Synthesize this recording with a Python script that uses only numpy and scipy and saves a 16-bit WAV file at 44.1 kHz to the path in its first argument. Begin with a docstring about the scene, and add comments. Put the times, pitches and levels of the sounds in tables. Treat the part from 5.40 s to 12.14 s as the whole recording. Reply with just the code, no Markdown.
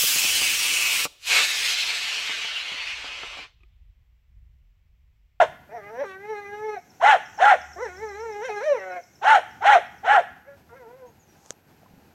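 """A yard: low outdoor murmur and a thin, steady high tone throughout. A small dog, out of sight, yaps
once, then whines, its wavering pitch breaking into a growl. From 1.2 s a songbird trills farther off,
while the dog yaps twice, whines again over a far motor and yaps three times. Muffled whimpers and a few
chirps follow. At 6.1 s an owl chick on the ground rustles and snaps its bill once, then scuffs softly."""
import sys
import numpy as np
from scipy import signal
from scipy.fft import rfft, irfft
from scipy.io import wavfile
from scipy.ndimage import uniform_filter1d, minimum_filter1d

SR = 44100
rng = np.random.default_rng(int(sys.argv[2]) if len(sys.argv) > 2 else 0)


def store_wav(level_fs):
    """Save 16-bit WAV to argv[1]."""
    pcm = np.round(np.clip(np.atleast_2d(level_fs), -1, 1) * 32767)
    wavfile.write(sys.argv[1], SR, pcm.T.astype(np.int16))


N = 297234
TIME = np.arange(N) / SR


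def from_db(db):
    return 10 ** (np.asarray(db) / 20)


def unit_rms(x):
    return x / np.sqrt(np.mean(x ** 2) + 1e-20)


def ramp(x):
    return np.clip(x, 0, 1)


def peak(hz, centre_hz, half_width_hz):
    """Resonance curve, height 1."""
    return 1 / (1 + ((hz - centre_hz) / half_width_hz) ** 2)


def in_time(rows, t=TIME):
    """Table columns interpolated at t."""
    times, *columns = np.transpose(rows)
    return [np.interp(t, times, column) for column in columns]


def at_hz(points, hz, column=1):
    """Table column interpolated in log frequency."""
    points = np.array(points)
    return np.interp(np.log(hz + 1e-9), np.log(points[:, 0]), points[:, column])


def span(start_s, end_s):
    """Indices, times and a gate with 4 ms edges."""
    at = np.flatnonzero((TIME >= start_s) & (TIME <= end_s))
    t = TIME[at]
    return at, t, ramp(np.minimum(t - t[0], t[-1] - t) / .004)


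def noise(spectrum, size):
    """Coloured noise, rolled off below the first point; rms 1."""
    hz = np.arange(size // 2 + 1) * SR / size
    low_cut = np.minimum(hz / spectrum[0][0], 1) ** 8
    white = rfft(rng.standard_normal(size))
    return unit_rms(irfft(white * low_cut * from_db(at_hz(spectrum, hz)), size))


def drift(rate_hz, size):
    """Low-passed random wander; rms 1."""
    hz = np.arange(size // 2 + 1) * SR / size
    white = rfft(rng.standard_normal(size))
    return unit_rms(irfft(white * (hz > 0) * peak(hz, 0, rate_hz), size))


def phase_of(hz):
    return 2 * np.pi * np.cumsum(hz) / SR


def glides(rows, jitter):
    """Short, swelling tones that slide in pitch."""
    out = np.zeros(N)
    for start_s, length_s, first_hz, last_hz, level_db in rows:
        at, t, _ = span(start_s, start_s + length_s)
        pitch_hz = np.interp(t, [start_s, start_s + length_s], [first_hz, last_hz])
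        pitch_hz *= 1 + jitter * drift(340, len(t))
        out[at] += from_db(level_db) * np.hanning(len(t)) * np.sin(phase_of(pitch_hz))
    return out


# murmur spectrum: (frequency [Hz], density [dB])
MURMUR_SPECTRUM = [(20, -24), (45, -9.5), (85, 2.5), (160, 1), (350, -3.5), (620, -9.5), (790, -4.5),
                   (1150, -17), (1500, -11.5), (2000, -17), (2500, -16.5), (3300, -22.5), (6500, -24.5),
                   (9000, -31), (15500, -29.5)]
# rumble swing: (time [s], gain [dB])
RUMBLE_SWING = [(0, 9), (.7, -2), (1.5, 0.5), (3.6, -3.5), (4.5, 4.5), (6.1, -3), (6.74, 0.5)]


def murmur(level_db=-57.5, flutter_db=1.5, gust_db=1.5, rumble_hz=220):
    """Outdoor noise with an uneven low rumble."""
    air = from_db(level_db + flutter_db * drift(6.5, N)) * noise(MURMUR_SPECTRUM, N)
    rumble = signal.sosfiltfilt(signal.butter(2, rumble_hz, fs=SR, output="sos"), air)
    swing_db = in_time(RUMBLE_SWING)[0] + gust_db * drift(6, N)
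    return air - rumble + rumble * from_db(swing_db)


def far_motor(hum_hz=74, idle_db=-76, full_db=-55.5, start_s=2.08, end_s=3, fade_s=.14):
    """A hum swells from idle and sinks back."""
    running = ramp(np.minimum(TIME - start_s, end_s - TIME) / fade_s)
    rms = from_db(idle_db + (full_db - idle_db) * running)
    return np.sqrt(2) * rms * np.sin(phase_of(hum_hz + 2 * drift(8, N)))


def high_tone(pitch_hz=12880, width_hz=35, level_db=-76):
    """A thin, steady tone with slight jitter."""
    return np.sqrt(2) * from_db(level_db) * np.sin(phase_of(pitch_hz + width_hz * drift(100, N)))


# yard reverberation: (frequency [Hz], t60 [s], gain [dB])
YARD_DECAY = [(301.8, 0.37, -34), (745, 0.4, -24.5), (1090, 0.74, -27), (1680, 0.61, -20),
              (3140, 0.53, -17.5), (6000, 0.17, -13.5), (12000, 0.37, -9.5)]


def yard_scatter(x, wet_db, build_s=.0053):
    """Diffuse scatter from walls and leaves, decaying band by band."""
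    t, response = TIME[:SR], np.zeros(SR)
    edges_hz = np.geomspace(200, 15000, 14)
    for low_hz, high_hz in zip(edges_hz, edges_hz[1:]):
        hz = np.sqrt(low_hz * high_hz)
        decay = from_db(-60 * t / at_hz(YARD_DECAY, hz)) * (1 - np.exp(-t / build_s))
        bandpass = signal.butter(2, [low_hz, high_hz], "band", fs=SR, output="sos")
        band = signal.sosfilt(bandpass, rng.standard_normal(SR))
        response += band * decay / np.linalg.norm(decay) * from_db(at_hz(YARD_DECAY, hz, column=2))
    return from_db(wet_db) * signal.fftconvolve(x, response)[:N]


# early reflections: (delay [s], gain [dB])
REFLECTIONS = [(.0045, -20.5), (.0158, -11), (.034, -23.5)]


def echoes(x):
    """Single bounces off the ground and walls."""
    return sum(from_db(db) * np.interp(TIME - delay_s, TIME, x, left=0) for delay_s, db in REFLECTIONS)


# one trill note: (position [0-1], pitch [Hz], gain [dB])
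TRILL_NOTE = [(0, 7820, -25.5), (.2, 7865, -13), (.5, 6610, -13), (.75, 6115, 1.5), (.83, 5900, -10),
              (.92, 5394, 13), (1, 5200, -20)]
# trill scattered by foliage: (frequency [Hz], density [dB])
FOLIAGE_SPECTRUM = [(5250, -6.5), (5700, 4.5), (6500, -2), (7600, -7), (8600, -24), (14000, -50.5)]
# single chirps: (start [s], length [s], first pitch [Hz], last pitch [Hz], level [dB])
BIRD_CHIRPS = [(5.652, 0.05, 6220, 6890, -64.5), (5.786, 0.038, 7080, 6340, -61.5),
               (5.82, 0.033, 6480, 6040, -63), (5.87, 0.06, 5880, 5660, -63.5)]


def songbird(start_s=1.16, end_s=4.9, note_s=.1185, jitter=.011, rise_db_per_s=16, fall_db_per_s=7):
    """Falling notes, blurred by foliage, swell, hold and fade; single chirps follow."""
    out = glides(BIRD_CHIRPS, jitter)
    at, t, gate = span(start_s, end_s)
    envelope_db = -49.5 - rise_db_per_s * np.maximum(2 - t, 0) - fall_db_per_s * np.maximum(t - 2.78, 0)
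    pitch_hz, note_db = in_time(TRILL_NOTE, (t - start_s) / note_s % 1)
    pitch_hz *= 1 + jitter * drift(270, len(t))
    notes = from_db(note_db - 7) * np.sin(phase_of(pitch_hz))
    blur = from_db(-13) * noise(FOLIAGE_SPECTRUM, len(t))
    out[at] += gate * from_db(envelope_db) * (notes + blur)
    return out


def knock(start_s, level_db, hz, t60_s, rise_s=.00029):
    """One mode, struck once."""
    age_s = np.clip(TIME - start_s, 0, 5 * t60_s)
    envelope = from_db(level_db - 60 * age_s / t60_s) * (1 - np.exp(-age_s / rise_s))
    return envelope * np.sin(2 * np.pi * hz * age_s)


# contacts of one snap: (time [s], strength [dB])
BILL_CONTACTS = [(6.061, -34), (6.1063, -12)]
# bill and mouth modes: (frequency [Hz], gain [dB], t60 [s])
BILL_MODES = [(560, -23, 0.01), (1480, -13, 0.0024), (3370, -18, 0.0032), (6300, -11, 0.0021),
              (6800, -8.5, 0.0021), (9000, -29, 0.0017)]
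# dry rustle: (frequency [Hz], density [dB])
RUSTLE_SPECTRUM = [(800, -3), (2000, -23), (4000, -20), (6400, -10.5), (8500, -21), (14000, -37)]
# soft bumps and scuffs: (time [s], level [dB], pitch [Hz], t60 [s])
SCUFFS = [(6.432, -41, 693, 0.015), (6.461, -45.5, 1010, 0.036), (6.51, -41, 197, 0.027),
          (6.537, -39, 185, 0.04), (6.579, -37, 207, 0.023)]


def owl_chick(bill_gain_db=11.5, rustle_s=(5.87, 6.13), rise_db_per_s=85.5):
    """A rustle grows, the bill claps shut, scuffs follow."""
    out = sum(knock(start_s, bill_gain_db + strength_db + mode_db, hz, t60_s)
              for start_s, strength_db in BILL_CONTACTS for hz, mode_db, t60_s in BILL_MODES)
    at, t, gate = span(*rustle_s)
    rustle_db = -54.5 - rise_db_per_s * (rustle_s[1] - t)
    out[at] += gate * from_db(rustle_db) * noise(RUSTLE_SPECTRUM, len(t))
    return out + sum(knock(*scuff) for scuff in SCUFFS)


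# growls: (start [s], end [s], depth [0-1])
GROWL_SPANS = [(0.274, 0.399, 1), (.4, 0.503, 0.37), (0.499, .63, .62), (3.389, 3.64, 0.59),
               (5.03, 5.73, 0.41)]


def growling(t, pitch_hz, onset_s=.024, break_hz_per_s=26000):
    """How far the folds split into strong and weak beats, 0-1: in growls and on fast slides."""
    held = sum(depth * ramp(np.minimum(t - start_s, end_s - t) / onset_s + .5)
               for start_s, end_s, depth in GROWL_SPANS)
    return ramp(held + np.abs(np.gradient(pitch_hz, t)) / break_hz_per_s)


# throat resonances: (frequency [Hz], gain [dB])
THROAT_RESPONSE = [(340, -11), (400, 1), (440, 9), (480, 4), (570, 12.5), (640, 5), (700, -1), (780, -10.5),
                   (850, 4), (950, 1), (1150, -14)]
# nearly closed muzzle: (frequency [Hz], gain [dB])
MUZZLE_RESPONSE = [(1050, -4.5), (1350, 1.5), (1750, 3), (2050, 0), (2400, -6.5), (2750, -18.5),
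                   (3100, -19), (3450, -25.5), (4050, -18.5), (4850, -39), (5750, -26.5), (8000, -40),
                   (9800, -37), (12000, -49.5)]
# high nasal edge: (frequency [Hz], gain [dB])
NOSE_RESPONSE = [(5400, -1), (5900, 4.5), (6400, -16), (7200, -34.5), (14000, -46)]


def whine(rows, muffle_hz=13000, jitter=.003, growl_jitter=.012, shimmer_db=1.33, easy_db=-44):
    """A clean nasal tone; growling darkens it and adds lines halfway between the harmonics."""
    at, t, gate = span(rows[0][0], rows[-1][0])
    size = len(t)
    pitch_hz, voice_db, overtone_db = in_time(rows, t)
    pitch_hz = uniform_filter1d(pitch_hz, size=700)
    growl = growling(t, pitch_hz)
    phase = phase_of(pitch_hz * (1 + (jitter + growl_jitter * growl) * drift(81, size)))
    orders = np.arange(2, 57)[:, None] / 2
    hz, harmonic, low = orders * pitch_hz, orders % 1 == 0, orders <= 2
    weights = np.where(harmonic, 1, growl * from_db(-2))

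    ring_db = 22 * growl * peak(hz, 720, 55)   # growling narrows the throat
    throat = low * weights * from_db(at_hz(THROAT_RESPONSE, hz) + ring_db)
    throat *= from_db(voice_db) / np.linalg.norm(throat, axis=0)

    bright_db = .5 * (overtone_db - easy_db) * ramp(hz / 2000 - 1)   # harder is brighter
    nasal_db = 4.5 * peak(hz, 2050, 45)
    uneven_db = 4.34 * np.array([drift(9.7, size) for _ in orders])
    muzzle = ~low * weights * from_db(at_hz(MUZZLE_RESPONSE, hz) + bright_db + nasal_db + uneven_db)
    muzzle *= from_db(overtone_db) / np.linalg.norm(muzzle, axis=0)
    muzzle /= 1 + (hz * (1 + 3 * growl) / muffle_hz) ** 4

    nose_hz = NOSE_RESPONSE[0][0]
    nose_gain = from_db(overtone_db - 18 - .35 * np.maximum(442 - pitch_hz, 0))   # fades below 442 Hz
    nose_gain /= 1 + (nose_hz / muffle_hz) ** 4
    nose = harmonic * (hz > nose_hz) * nose_gain * from_db(at_hz(NOSE_RESPONSE, hz) - 6)

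    lines = np.sin(orders * phase + rng.uniform(0, 2 * np.pi, orders.shape))
    voice = ((throat + muzzle + nose) * lines).sum(0)
    voice += throat[0] * from_db(-19) * growl * np.sin(phase / 2)   # octave below
    breath = from_db(overtone_db - 25) * (1 + np.cos(phase)) * noise(MUZZLE_RESPONSE, size)
    hiss = nose_gain * from_db(-5) * noise(NOSE_RESPONSE, size)
    return at, gate * from_db(shimmer_db * drift(28, size)) * (np.sqrt(2) * voice + breath + hiss)


def bark_gesture(age_s, length_s, groan_s, top_hz, leap_s=.015, swell_s=.037, release_s=.029):
    """A rising groan leaps to a pitch arch, swells and is cut off; overtones follow the gape."""
    top_share, gape_share, sag_hz, end_drop_hz = .54, .61, 354.6, 150
    share = age_s / length_s
    release = ramp(1 - (length_s - age_s) / release_s)
    groan_hz = 345.8 + 4000 * age_s
    arch_hz = top_hz - sag_hz * ((share - top_share) / (1 - top_share)) ** 2 - end_drop_hz * release ** 2
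    pitch_hz = groan_hz + (arch_hz - groan_hz) * ramp((age_s - groan_s) / leap_s)
    envelope_db = -13.5 * (1 - ramp((age_s - groan_s) / swell_s)) - 22.5 * release
    ring_db = 5.5 * peak(pitch_hz, 735, 45)   # pitch crosses the first resonance
    opening_db = -34.5 * ramp(1 - share / gape_share) ** 2.71
    closing_db = -23.5 * ramp((share - gape_share) / (1 - gape_share)) ** 2
    return pitch_hz, envelope_db + ring_db, opening_db + closing_db


# open mouth: (frequency [Hz], gain [dB])
MOUTH_RESPONSE = [(1000, -16), (1250, -12), (1415, 2.5), (1600, -3.5), (1830, -3.5), (2350, -16.5),
                  (3100, -16), (3650, -25.5), (4100, -27), (4800, -44.5), (5500, -33), (7100, -36.5),
                  (10000, -49.5), (14000, -75)]


def bark(start_s, length_s, groan_s, top_hz, voice_db, overtone_db, treble_db,
         jitter=.015, shimmer_db=4.5, attack_s=.02, push_s=.067):
    """A hard-driven voice; at its height the cycles group in threes and torn air rasps."""
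    at, t, gate = span(start_s, start_s + length_s)
    size, age_s = len(t), t - start_s
    pitch_hz, envelope_db, gape_db = bark_gesture(age_s, length_s, groan_s, top_hz)
    phase = phase_of(pitch_hz * (1 + jitter * drift(150, size)))
    chaos = from_db(.37 * (gape_db - gape_db.max()))
    thirds = np.arange(2, 54)[:, None]
    orders, harmonic = thirds / 3, thirds % 3 == 0
    wander_rad = np.where(harmonic, .3, 1.2) * np.array([drift(41, size) for _ in orders])
    lines = np.sin(orders * phase + wander_rad + rng.uniform(0, 2 * np.pi, orders.shape))
    lines *= from_db(shimmer_db * np.array([drift(50, size) for _ in orders]))

    def through(response, split, rasp, shift=1, bright_db=0):
        """Lines and torn air in one part of the tract; rms 1."""
        hz = orders * pitch_hz / shift
        gains = from_db(at_hz(response, hz) + bright_db * ramp(hz / 2000 - 1))
        gains *= ramp(hz / response[0][0]) ** 4 * np.where(harmonic, 1, split * chaos)
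        voiced = (gains * lines).sum(0) / np.sqrt((gains ** 2).sum(0) / 2)
        sound = voiced + rasp * chaos * noise(response, size)
        return sound / np.sqrt(uniform_filter1d(sound ** 2, size=500) + 1e-9)

    # first resonance: (frequency [Hz], gain [dB])
    formant = [(380, -21), (540, -19.5), (720, 2.5), (880, -3.5), (1020, -12.5), (1250, -27), (2200, -74)]
    jaw_shift = np.interp(t, [t[-1] - .04, t[-1]], [1, .82])   # the shutting jaw lowers it
    push_db = 10 * ramp(age_s / groan_s) * ramp(1 - age_s / push_s)   # the first push is brightest
    throat = through(formant, split=.29, rasp=.038, shift=jaw_shift)
    mouth = through(MOUTH_RESPONSE, split=1, rasp=.33, bright_db=treble_db + push_db)
    voice = from_db(voice_db + envelope_db) * throat + from_db(overtone_db + gape_db) * mouth
    bass_cut = signal.butter(6, 375, "high", fs=SR, output="sos")   # the bark carries no bass below 375 Hz
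    return at, signal.sosfilt(bass_cut, gate * ramp(age_s / attack_s) * voice)


# voice cracks: (start [s], length [s], first pitch [Hz], last pitch [Hz], level [dB])
YELPS = [(1.358, 0.033, 796, 686, -27), (3.086, 0.023, 774, 725, -26.5)]
# one curve per whimper: (time [s], pitch [Hz], low voice [dB], overtones [dB])
WHIMPER_CURVES = [
    [(5.05, 493, -71, -51), (5.085, 561, -43, -42.5), (5.135, 560, -51.5, -46.5), (5.165, 560, -70, -73)],
    [(5.29, 471, -62.5, -48), (5.33, 458, -45, -48), (5.37, 557, -51.5, -41), (5.46, 439, -47.5, -55),
     (5.575, 538, -50, -55), (5.65, 495, -44.5, -57), (5.71, 453, -61, -74)],
]
# one curve per whine: (time [s], pitch [Hz], low voice [dB], overtones [dB])
WHINE_CURVES = [
    [(0.29, 390.1, -47, -59), (0.308, 398, -51, -55), (0.35, 488.4, -32, -48), (0.376, 454, -39.5, -47),
     (0.412, 394.5, -47, -50), (0.49, 413.4, -46, -45.5), (0.518, 445.2, -40.5, -53.5),
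     (0.562, 475.4, -39, -47.5), (0.608, 556, -26.5, -39.5), (0.626, 593, -25, -44),
     (0.648, 401.4, -38.5, -42), (0.718, 376.3, -50.5, -44), (0.79, 386.5, -47, -47.5),
     (0.908, 441, -32.5, -45.5), (0.954, 414.7, -35.5, -42), (1.058, 401.2, -42.5, -44),
     (1.266, 434, -31, -45), (1.346, 416.7, -32, -40), (1.374, 374.5, -47, -43), (1.4, 366.9, -69, -63)],
    [(2.36, 346.5, -37, -58), (2.38, 357, -44, -45), (2.428, 518, -26, -36), (2.492, 356, -43, -43),
     (2.568, 371.3, -47.5, -48), (2.63, 450, -34, -44), (2.736, 387.4, -40.5, -44.5),
     (2.842, 469.8, -34.5, -45.5), (2.944, 407.7, -35.5, -45.5), (3.01, 418.7, -32, -44.5),
     (3.056, 542, -35.5, -37.5), (3.086, 489.4, -35, -40.5), (3.098, 424.8, -32, -40),
     (3.202, 405.7, -33.5, -37.5), (3.236, 561, -28, -37), (3.264, 633, -22.5, -35), (3.326, 557, -17, -42),
     (3.394, 384.7, -40.5, -40), (3.568, 356.2, -32, -41), (3.61, 329.3, -44.5, -56.5)],
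]
# yaps: (start [s], length [s], groan [s], top pitch [Hz], low voice [dB], overtones [dB], treble [dB])
YAPS = [(-.125, 0.18, .025, 786.3, -14, -17, 3), (1.596, .178, .014, 875, -15.5, -16, -1.5),
        (1.973, 0.19, .022, 848, -15.5, -16, -2), (3.81, 0.19, 0.029, 886, -15.5, -16.5, 0.5),
        (4.204, .19, 0.036, 849, -14, -16.5, -1.5), (4.627, 0.19, 0.038, 847, -16.5, -18, -4)]


def dog():
    """Yelps, barks, whimpers and whines from one throat."""
    out = glides(YELPS, jitter=.0097)
    barks = [bark(*row) for row in YAPS]
    whimpers = [whine(rows, muffle_hz=3250) for rows in WHIMPER_CURVES]
    whines = [whine(rows) for rows in WHINE_CURVES]
    for at, sound in barks + whimpers + whines:
        out[at] += sound
    return out


def scene():
    """Three animals, their reflections and the background; mono."""
    voice, bird, chick = dog(), songbird(), owl_chick()
    scatter = yard_scatter(voice, wet_db=5.5) + yard_scatter(bird, wet_db=11.5)
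    scatter += yard_scatter(chick, wet_db=-26.5)
    far_walls = yard_scatter(yard_scatter(voice, wet_db=2), wet_db=-1, build_s=.06)
    background = murmur() + far_motor() + high_tone()
    return (background + far_walls + scatter + echoes(voice) + bird + chick + voice)[None]


def record(dry, ceiling=.84, cutoff_hz=15830):
    """Fast peak limiter, then a steep low-pass."""
    allowed = ceiling / np.maximum(np.abs(dry), ceiling)
    gain = uniform_filter1d(minimum_filter1d(allowed, size=400), size=400)
    return signal.sosfilt(signal.ellip(10, .1, 80, cutoff_hz, fs=SR, output="sos"), dry * gain)


dry = scene()
out = record(dry)
store_wav(out)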